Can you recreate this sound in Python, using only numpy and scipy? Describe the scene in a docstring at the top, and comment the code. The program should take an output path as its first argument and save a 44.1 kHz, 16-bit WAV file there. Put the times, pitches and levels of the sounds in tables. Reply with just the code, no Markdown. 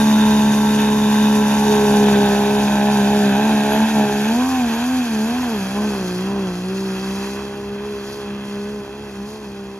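"""A diesel exhaust blares at its firing rate, rough and barking, under a turbo whistle: a six-cylinder truck
drags a weight sled down a dirt track at full throttle. Revs swell gently, then surge as the tyres slip and
bite; the truck draws away and turns duller. Crank orders are shaken tones; bark, rasp and hiss are noise
puffed once per firing; the whistle is a gliding narrow band. Rumble, a steady low drone, a ground echo and
a grandstand tail surround them."""
import sys
import numpy as np
from scipy import signal
from scipy.fft import rfft, irfft, next_fast_len
from scipy.io import wavfile
from scipy.ndimage import map_coordinates

SR = 44100
rng = np.random.default_rng(int(sys.argv[2]) if len(sys.argv) > 2 else 0)


def materialize(psi):
    """Save the field psi as 16-bit PCM at rate SR to the path in sys.argv[1].

    A 1-D psi becomes a single channel; in a 2-D psi each row is a channel.
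    """
    bounded = np.clip(np.atleast_2d(psi).T, -1, 1)
    quanta = np.round(bounded * 32767).astype(np.int16)
    wavfile.write(sys.argv[1], SR, quanta)


N = 431738


def from_db(db):
    """Amplitude factor for a level in dB."""
    return np.exp(np.asarray(db) * (np.log(10) / 20))


def rms_one(x):
    """Scale to rms 1."""
    return x / np.sqrt(np.mean(x ** 2) + 1e-20)


def in_time(rows):
    """Columns of a curve (time [s], ...), interpolated to every sample."""
    time_s, *columns = np.transpose(rows)
    return [np.interp(np.arange(N) / SR, time_s, column) for column in columns]


def drift(rate_hz):
    """Slow chance, rms 1: noise through two equal poles at rate_hz, run at SR / 40."""
    step, settle = 40, 2000
    pole = np.exp(-2 * np.pi * rate_hz * step / SR)
    noise = rng.standard_normal(N // step + settle + 2)
    slow = signal.lfilter([1], [1, -2 * pole, pole ** 2], noise)[settle:]
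    return np.interp(np.arange(N) / step, np.arange(len(slow)), rms_one(slow))


def colour(x, spectrum, turn=1):
    """Filter by (frequency [Hz], gain [dB]) over log frequency; turn is a common phase factor."""
    size = next_fast_len(N + SR // 10)
    hz, db = np.transpose(spectrum)
    log_hz = np.log(np.maximum(np.fft.rfftfreq(size, 1 / SR), 1))
    gain = from_db(np.interp(log_hz, np.log(hz), db))
    return irfft(rfft(x, size) * gain * turn, size)[..., :N]


def band(x, spectrum):
    """Filter by a spectrum that closes off steeply past both ends; rms 1."""
    low_end = (spectrum[0][0] / 2, -90)
    high_end = (spectrum[-1][0] * 2, -90)
    return rms_one(colour(x, [low_end, *spectrum, high_end]))


def at_place(values, place):
    """Blend values for approaching, alongside and far off."""
    return np.interp(place, range(len(values)), values)


def blend_places(shape, spectra, place):
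    """Crossfade the signals that shape() makes from each place's spectrum."""
    hz, *by_place = np.transpose(spectra)
    blend = 0
    for k, db in enumerate(by_place):
        weight = np.maximum(1 - abs(place - k), 0)
        blend = blend + weight * shape(list(zip(hz, db)))
    return blend


def turning_band(x, spectra, place):
    """Band colour turns as the truck goes by."""
    return blend_places(lambda spectrum: band(x, spectrum), spectra, place)


# truck position: (time [s], place [0 approaching, 1 alongside, 2 and over far off])
TRACK_PLACE = [(0, 0), (1.4, 0.07), (2.2, 0.5), (3.7, 0.9), (5, 1.3), (5.7, 1.6), (6.2, 2), (9.79, 3)]


def track_place():
    """Place along the track, held at far off once reached."""
    place, = in_time(TRACK_PLACE)
    return np.clip(place, 0, 2)


# crank speed that sled drag allows while the tyres grip: (time [s], speed [turns/s])
LOADED_SPEED = [(0.0, 72.1), (0.44, 70.9), (1.58, 70.4), (2.29, 68.0), (3.34, 67.0), (3.63, 69.8),
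                (4.25, 69.2), (5.19, 71.5), (5.69, 62.6), (6.13, 60.3), (6.56, 59.7), (7.36, 67.5),
                (8.61, 67.7), (9.15, 66.4), (9.79, 66.2)]


def loaded_speed():
    """Crank speed under the sled's drag, without surges."""
    return in_time(LOADED_SPEED)[0]


# surges and gentle swells of the revs: (time of top [s], rise [turns/s], length [s])
REV_SURGES = [(2.62, 1.5, 0.72), (2.92, 2.1, 0.3), (3.16, 2.1, 0.35), (3.47, 4.2, 0.31), (3.86, 3.8, 0.44),
              (4.5, 17.2, 0.63), (4.93, 14.8, 0.53), (5.41, 16.0, 0.46), (5.85, 8.4, 0.46),
              (6.34, 6.4, 0.41), (6.77, 2.6, 0.44), (7.88, 1.4, 0.22), (8.15, 1.6, 0.25), (8.74, 1.9, 0.23),
              (9.01, 3.2, 0.29), (9.36, 5.2, 0.36)]
WOBBLE_SHARE, WOBBLE_HZ = 0.001498, 4.05


def crank_speed():
    """Turns per second: loaded speed, rounded surges and gentle swells, and a slight wobble."""
    t = np.arange(N) / SR
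    speed = loaded_speed()
    for top_s, rise, length_s in REV_SURGES:
        half_turns = np.clip((t - top_s) / length_s, -.5, .5)
        speed = speed + rise * np.cos(np.pi * half_turns) ** 2
    return speed * (1 + WOBBLE_SHARE * drift(WOBBLE_HZ))


def crank_turns(speed):
    """Crank angle in turns: speed summed, with fine unsteadiness."""
    return np.cumsum(speed * (1 + .0015 * drift(20))) / SR


# low drone spectrum, peak around the truck's crank rate: (frequency [Hz], level [dB per Hz])
DRONE_SPECTRUM = [(22, -34), (40, -18), (63, 3), (85, -9), (110, -2), (160, -17), (300, -10)]


def low_drone():
    """Steady low noise around 63 Hz, near the truck's crank rate, that stays as the truck leaves."""
    return from_db(-47.5) * band(rng.standard_normal((2, N)), DRONE_SPECTRUM)


def grandstand(x, t60_s, wall_hz):
    """Thin, dull tail scattered by the stands: two unrelated decaying noise rows, as strong as x."""
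    t = np.arange(SR) / SR
    decay = from_db(-60 * t / t60_s) * (t > .03)
    tail = rng.standard_normal((2, SR)) * decay
    tail = signal.sosfilt(signal.butter(1, wall_hz, fs=SR, output="sos"), tail)
    return rms_one(signal.fftconvolve(x[None], tail, axes=1)[:, :N]) * np.std(x)


# echo delay, longest about when the truck is alongside: (time [s], lag [s])
GROUND_LAG = [(0, .00184), (.8, .00187), (2.25, .00202), (2.9, .00218), (4.15, .00278), (6.05, .00208),
              (6.5, .00192), (7.1, .00178), (8.4, .00164), (9.79, .0016)]


def ground_echo(x, share, dull_hz):
    """A dulled bounce off the track combs the sound; the comb slides as the lag changes."""
    lag_s, = in_time(GROUND_LAG)
    now = np.arange(N)
    dulled = colour(x, [(dull_hz / 2, 0), (dull_hz, -3), (2 * dull_hz, -20)])
    late = np.array([np.interp(now - lag_s * SR, now, row) for row in dulled])
    return x + share * late


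def shocks(crank, size=630):
    """Ragged gas burst repeated every crank turn, as cylinders empty alike each time."""
    burst = rng.standard_normal(size)
    repeated = map_coordinates(burst, [crank % 1 * size], order=1, mode="grid-wrap")
    return repeated * np.sqrt(3 / 2)  # restores power lost to interpolation


# puff strength per cylinder, in firing order: (level [dB])
CYLINDER_STRENGTH = [2.2, -.4, -2.6, 1.9, -.7, -2.1]


def puffs(crank, sharpness, scatter_db, steady, repeating):
    """Gas noise puffed three times a turn as cylinders empty; row 0 direct, row 1 scattered."""
    firing = (3 * crank).astype(int)
    cylinder_db = np.take(CYLINDER_STRENGTH, firing, mode="wrap")
    strength_db = cylinder_db + scatter_db * rng.standard_normal(N // 100)[firing]
    phase_turns = 3 * crank - firing - .5
    opening = np.exp(sharpness * (np.cos(2 * np.pi * phase_turns) - 1))
    gas = rng.standard_normal((2, N)) + repeating * np.array([shocks(crank), shocks(crank)])
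    return (steady + from_db(strength_db) * opening) * gas


# treble level, comes and goes at a distance: (time [s], level [dB])
TREBLE_LEVEL = [(0.0, -33.5), (0.16, -35), (1.41, -37), (1.68, -34), (2.62, -37.5), (4.3, -38), (6.18, -41),
                (6.34, -46), (7.24, -40.5), (7.72, -51.5), (8.14, -43.5), (8.35, -53.5), (8.5, -47),
                (8.92, -52), (9.28, -49), (9.78, -54.5)]


def treble_level_db():
    """Level of the hiss, and reference for the turbo whistle."""
    return in_time(TREBLE_LEVEL)[0]


# hiss spectra: (frequency [Hz], approaching, alongside, far off [dB per Hz])
HISS_SPECTRA = [(3280, -53, -45, -7), (4400, 0.5, 7.5, 6.5), (5000, -1, 5, 6), (5900, 3, 5, 4.5),
                (6190, 6, 10.5, 8), (7560, -1.5, 3.5, -1), (7380, 3, 10, -8), (8690, -42, -44, -47),
                (9035, -5.5, -1.5, -5), (10750, -1.5, 3.5, -0.5), (12700, -4.5, -1.5, -6),
                (14360, -9.5, -5, -10), (14700, -38, -36, -28)]


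def hiss(crank, place, hiss_db):
    """Treble gas noise, puffed over a strong steady flow; moving air makes it flutter."""
    gas = puffs(crank, sharpness=0.92, scatter_db=3.0, steady=1.9, repeating=0.25)
    noise = from_db(hiss_db) * turning_band(gas, HISS_SPECTRA, place)
    fluttering = noise * from_db(0.92 * drift(13.5))
    return ground_echo(fluttering, share=0.48, dull_hz=7000)


# turbo spool, swings a little behind the revs: (time [s], frequency [Hz], level re hiss before trim [dB])
TURBO_SPOOL = [(0, 9650, -20), (1.5, 10200, -14), (2.45, 11000, -17), (2.9, 11000, -21), (3.45, 11450, -13),
               (3.6, 11150, -12), (3.75, 11380, -11), (3.95, 11200, -18), (4.3, 11480, -14),
               (4.55, 12150, -18), (4.8, 11800, -19), (5.03, 12000, -20), (5.25, 11380, -15),
               (5.48, 11800, -13), (5.62, 11300, -12), (5.75, 10850, -17), (6, 11050, -16),
               (6.2, 10600, -16), (7.8, 11400, -19), (9.79, 10800, -28)]
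TURBO_TRIM_DB, TURBO_FLICKER_DB, TURBO_FLICKER_HZ = -1, 3.5, 9


def turbo(hiss_db, width_hz=90):
    """Whistle: a narrow gliding band of turbulence that comes and goes."""
    hz, spool_db = in_time(TURBO_SPOOL)
    angle = 2 * np.pi * np.cumsum(hz) / SR
    whistle = rms_one(drift(width_hz) * np.cos(angle) + drift(width_hz) * np.sin(angle))
    flicker_db = TURBO_FLICKER_DB * drift(TURBO_FLICKER_HZ)
    return from_db(hiss_db + spool_db + TURBO_TRIM_DB + flicker_db) * whistle


# bark level as the truck passes and leaves, reference for rumble and lesser orders: (time [s], level [dB])
BARK_LEVEL = [(0.0, -27), (1.3, -28), (2.12, -22.5), (2.55, -25), (3.82, -24.5), (3.9, -29), (3.94, -28),
              (3.955, -22.5), (4.0, -23), (4.17, -29), (4.4, -28), (4.7, -30.5), (5.15, -33), (5.4, -30.5),
              (5.65, -34.5), (5.82, -30), (6.15, -36.5), (6.35, -33), (6.65, -37.5), (7.2, -36.5),
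              (7.8, -40), (8.6, -40), (9.79, -43)]


def bark_level_db():
    """Reference level of the exhaust."""
    return in_time(BARK_LEVEL)[0]


# rumble spectrum: (frequency [Hz], level [dB per Hz])
RUMBLE_SPECTRUM = [(20, -33), (35, -16), (50, -19), (68, -14), (88, -6), (108, -2), (135, -1), (170, 2),
                   (250, 2), (330, 1.5), (450, -1), (560, -30), (750, -38)]
# rumble re bark level: (approaching, alongside, far off [dB])
RUMBLE_BY_PLACE = [-6, -11, -7]


def rumble(place, bark_db):
    """Low noise that follows the bark level."""
    rumble_db = bark_db + at_place(RUMBLE_BY_PLACE, place)
    return from_db(rumble_db) * band(rng.standard_normal((2, N)), RUMBLE_SPECTRUM)


# rasp level: (time [s], level [dB])
RASP_LEVEL = [(0, -29.5), (1.3, -30.5), (2.2, -28.5), (2.7, -30), (3.75, -29.5), (4.7, -32), (5.5, -34),
              (6.2, -37), (6.65, -39.5), (7.22, -35), (7.6, -42), (8.2, -41), (8.5, -40), (8.9, -43.5),
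              (9.79, -46.5)]
# rasp spectra: (frequency [Hz], approaching, alongside, far off [dB per Hz])
RASP_SPECTRA = [(895, 3.5, -22, 2.5), (1165, -8.5, -8, 4), (1403, -1.5, -2.5, 2.5), (1573, 4.5, 6.5, 5),
                (1863, -1.5, -3, 0), (2090, -4.5, -11.5, -0.5), (2174, -8.5, -6.5, -7.5),
                (2586, 2.5, 2.5, 4), (2804, -6, -9.5, -1.5), (2710, 1, -10.5, -18), (3250, -6.5, -4.5, 0.5),
                (3740, 2.5, -10, -18), (3910, -11, -8.5, -9.5), (5240, -22, -46, -28)]


def rasp(crank, place):
    """Upper-mid gas noise, puffed, with part of each burst repeating every turn."""
    gas = puffs(crank, sharpness=1.3, scatter_db=1.2, steady=1.3, repeating=.35)
    rasp_db, = in_time(RASP_LEVEL)
    return from_db(rasp_db) * turning_band(gas, RASP_SPECTRA, place)


# bark spectra: (frequency [Hz], approaching, alongside, far off [dB per Hz])
BARK_SPECTRA = [(250, -39, -25, -9), (330, -18, -7, -13), (466, -2, 4, 7), (534, 6.5, -7, 1),
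                (695, 5, 2.5, 4), (890, 11, 8.5, 2), (1006, 9.5, -4, 5.5), (1127, 7, -6, 5),
                (1170, -22, -18, -11), (1500, -27, -37, -45)]
# extra roar as the revs rise: (frequency [Hz], level [dB per Hz])
SURGE_ROAR_SPECTRUM = [(560, -25), (740, -4), (880, 1), (1050, 1), (1130, -25)]
BARK_TRIM_DB, SURGE_ROAR_DB = -8, -12.5  # re bark level
SURGE_FULL_TURNS_PER_S = 5.3  # rise over loaded speed for full surge roar


def bark(crank, speed, place, bark_db):
    """Mid gas noise puffed by each firing, plus a roar as the revs rise over the loaded speed."""
    gas = puffs(crank, sharpness=1.1, scatter_db=.5, steady=.45, repeating=0)
    surge = np.clip((speed - loaded_speed()) / SURGE_FULL_TURNS_PER_S, 0, 1)
    noise = from_db(bark_db + BARK_TRIM_DB) * turning_band(gas, BARK_SPECTRA, place)
    return noise + from_db(bark_db + SURGE_ROAR_DB) * surge * band(gas, SURGE_ROAR_SPECTRUM)


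ROAR_FLUTTER_DB, ROAR_FLUTTER_HZ = 0.94, 11


def roar(crank, speed, place, bark_db):
    """Bark and rasp swell and sink together."""
    gas_noise = bark(crank, speed, place, bark_db) + rasp(crank, place)
    return gas_noise * from_db(ROAR_FLUTTER_DB * drift(ROAR_FLUTTER_HZ))


def order_tone(cycle, multiple, shimmer, shimmer_hz):
    """One crank order, shaken in strength and phase by uneven burning; scaled to rms 1."""
    # orders between the firing multiples come from uneven timing
    uneven = np.pi * (.28 * (multiple % 3 > 0) + multiple % 1)
    angle = 2 * np.pi * multiple * (cycle - 1 / 6) - np.pi / 2 + uneven
    in_phase = (1 + shimmer * drift(shimmer_hz)) * np.cos(angle)
    quadrature = shimmer * drift(shimmer_hz) * np.sin(angle)
    return (in_phase + quadrature) / np.sqrt(.5 + shimmer ** 2)


# firing note, order 3: (time [s], level [dB])
FIRING_LEVEL = [(0.0, -14), (0.96, -16.5), (1.2, -14.5), (1.78, -15), (2.06, -13.5), (2.52, -17.5),
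                (3.28, -14.5), (3.76, -19.6), (3.84, -14.1), (3.9, -19.0), (3.98, -14.3), (4.12, -20.9),
                (4.38, -16.1), (4.5, -19), (4.62, -16.7), (4.76, -21.8), (5.0, -17), (5.06, -22.9),
                (5.16, -19.2), (5.54, -22.0), (5.72, -27), (5.8, -18.5), (5.88, -19.1), (5.96, -26),
                (6.34, -22.9), (6.6, -25.5), (6.92, -24.9), (6.98, -28.2), (7.1, -24.4), (7.28, -29.0),
                (7.58, -33.5), (7.74, -28.5), (7.84, -32.3), (7.92, -29.6), (7.96, -35.2), (8.04, -32.3),
                (8.2, -39), (8.28, -28), (8.34, -27), (8.44, -30.6), (8.56, -27.0), (8.76, -28.4),
                (8.8, -28), (8.84, -41), (9.02, -34.1), (9.14, -36), (9.2, -28), (9.4, -39.4),
                (9.48, -30.2), (9.52, -35.3), (9.64, -33.7), (9.78, -40)]
# its octave, order 6, before spin: (time [s], level [dB])
OCTAVE_LEVEL = [(0.0, -28.1), (0.16, -39), (0.22, -27), (0.52, -31.5), (0.84, -25), (1.28, -28.5),
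                (1.38, -22.5), (1.54, -35), (1.7, -16.8), (2.62, -23), (2.7, -41), (2.82, -26), (3.16, -24),
                (3.44, -26), (3.48, -36.1), (3.72, -23.5), (3.86, -43.4), (3.9, -32), (4.1, -22.5),
                (4.58, -44.7), (4.74, -32), (4.9, -44), (5.16, -30.5), (5.4, -41.5), (5.56, -29),
                (5.7, -46.0), (5.76, -29.5), (6.42, -28.3), (6.62, -35.8), (6.7, -26.6), (7.12, -33),
                (7.86, -28.5), (8.5, -35.0), (8.58, -29.5), (9.1, -36.5), (9.78, -37)]
# lesser orders: (multiple of crank speed,
#   approaching, alongside, far off [dB re bark level, before lift], gain at full spin [dB])
LESSER_ORDERS = [(1, -15, -22, -12, 7), (1.5, -18, -24, -13, 0), (2, -9.5, -13, -8, -4),
                 (2.5, -21, -23, -19, -4), (3.5, -14, -21, -13, -5), (4, -6, -7.5, -7, -7),
                 (4.5, -22, -24, -10.5, -3), (5, -18, -14, -4.5, -1.5), (7, -17, -19, -9, -6),
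                 (7.5, -22, -28, -26, 0), (8, -13, -16, -12, 4), (9, -11.5, -6, -7.5, 3.5),
                 (10, -15, -11, -16, -7), (10.5, -21, -18, -26, -4), (11, -13, -8.5, -14, -5),
                 (11.5, -18, -17, -25, -3), (12, -3.5, -5, -7.5, -3), (12.5, -15, -17, -24, -2),
                 (13, -6, -15, -16, 2), (13.5, -17, -22, -28, 0), (14, -9, -19, -14, -3),
                 (14.5, -17, -26, -26, 0), (15, -13, -18, -13, -7), (16, -16, -26, -21, -3),
                 (19, -18, -27, -27, 0), (22, -17, -20, -19, -10), (25, -23, -25, -28, -8)]
LESSER_LIFT_DB, SHIMMER, SHIMMER_PER_ORDER = 0.8, .2, .007
SPIN_TURNS_PER_S = 9  # rise over the starting speed at which the tyres spin freely
OCTAVE_SPIN_DB, OCTAVE_SPIN_SHIMMER = -2, .7
SWELL_LEAD_TURNS = .155  # low swell of each firing crests before its puff


def stack_notes(crank, speed, place, bark_db):
    """Stack tones: clean firing note, octave that breaks up in spin, lesser orders rougher with height."""
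    spin = np.clip((speed - LOADED_SPEED[0][1]) / SPIN_TURNS_PER_S, 0, 1)
    cycle = (crank % 2).astype(np.float32)  # four strokes take two turns
    firing_db, = in_time(FIRING_LEVEL)
    octave_db, = in_time(OCTAVE_LEVEL)
    notes = from_db(firing_db) * order_tone(cycle + SWELL_LEAD_TURNS, 3, shimmer=0.024, shimmer_hz=25.3)
    octave_shimmer = 0.12 + OCTAVE_SPIN_SHIMMER * spin
    octave = order_tone(cycle, 6, shimmer=octave_shimmer, shimmer_hz=16)
    notes += from_db(octave_db + OCTAVE_SPIN_DB * spin) * octave
    for multiple, *by_place_db, spin_db in LESSER_ORDERS:
        order_db = bark_db + LESSER_LIFT_DB + at_place(by_place_db, place) + spin_db * spin
        order_shimmer = SHIMMER + SHIMMER_PER_ORDER * multiple
        notes += from_db(order_db) * order_tone(cycle, multiple, shimmer=order_shimmer, shimmer_hz=8)
    return notes


# port difference re sum: (frequency [Hz], approaching, alongside, far off [dB])
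PORT_DIFFERENCE = [(100, -27, -27, -19), (200, -30, -28, -22), (400, -8.5, -14, -17.5), (690, -4, -6, -7),
                   (940, -8, -16, -18), (1190, 2, -8, -11), (1590, -8, -7, -7), (2000, -15, -19, -18),
                   (2600, -9, -8, -5.5), (3000, -2, 0.5, 4), (4170, 4, 5.5, 4), (6200, -5, -6, -11.5),
                   (7400, 4, 4, 6), (8400, 12, 12, 14), (9200, 14.5, 15, 16), (11000, -45, -45, -45),
                   (12500, -15, -15, -15), (14500, 11, 11, 11)]


def microphone(direct, scattered, alike, place):
    """Two ports: their difference is a quarter turn out of step, its strength set by frequency and place."""
    alike = np.clip(alike, 0, 1)
    between = np.sqrt(alike) * direct + np.sqrt(1 - alike) * scattered
    # 1j: quarter-turn phase
    side = blend_places(lambda spectrum: colour(between, spectrum, turn=1j), PORT_DIFFERENCE, place)
    return direct + side, direct - side


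# port balance: (frequency [Hz], left re right [dB])
PORT_BALANCE = [(200, 0.1), (400, -0.5), (750, -1.5), (1400, -2), (2600, -2.5), (4800, 3), (6500, 0),
                (9000, 0)]


def balance(left, right):
    """Split the port imbalance evenly between the channels."""
    left_gain = [(hz, db / 2) for hz, db in PORT_BALANCE]
    right_gain = [(hz, -db / 2) for hz, db in PORT_BALANCE]
    return np.array([colour(left, left_gain), colour(right, right_gain)])


def scene():
    """Crank speed times the firing layers; place on the track sets their colours."""
    speed = crank_speed()
    crank = crank_turns(speed)
    place = track_place()
    bark_db, hiss_db = bark_level_db(), treble_level_db()
    sound = rumble(place, bark_db) + roar(crank, speed, place, bark_db) + hiss(crank, place, hiss_db)
    sound[0] += turbo(hiss_db)
    sound[0] += stack_notes(crank, speed, place, bark_db)
    sound += from_db(-15.5) * grandstand(sound[0], t60_s=0.83, wall_hz=2490)
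    direct, scattered = sound + low_drone()
    left, right = microphone(direct, scattered, alike=0.42, place=place)
    return balance(left, right)


CUTOFF_HZ = 15200


def record(dry):
    """Steep elliptic low-pass cuts the top."""
    return signal.sosfilt(signal.ellip(10, .1, 80, CUTOFF_HZ, fs=SR, output="sos"), dry)


dry = scene()
out = record(dry)
materialize(out)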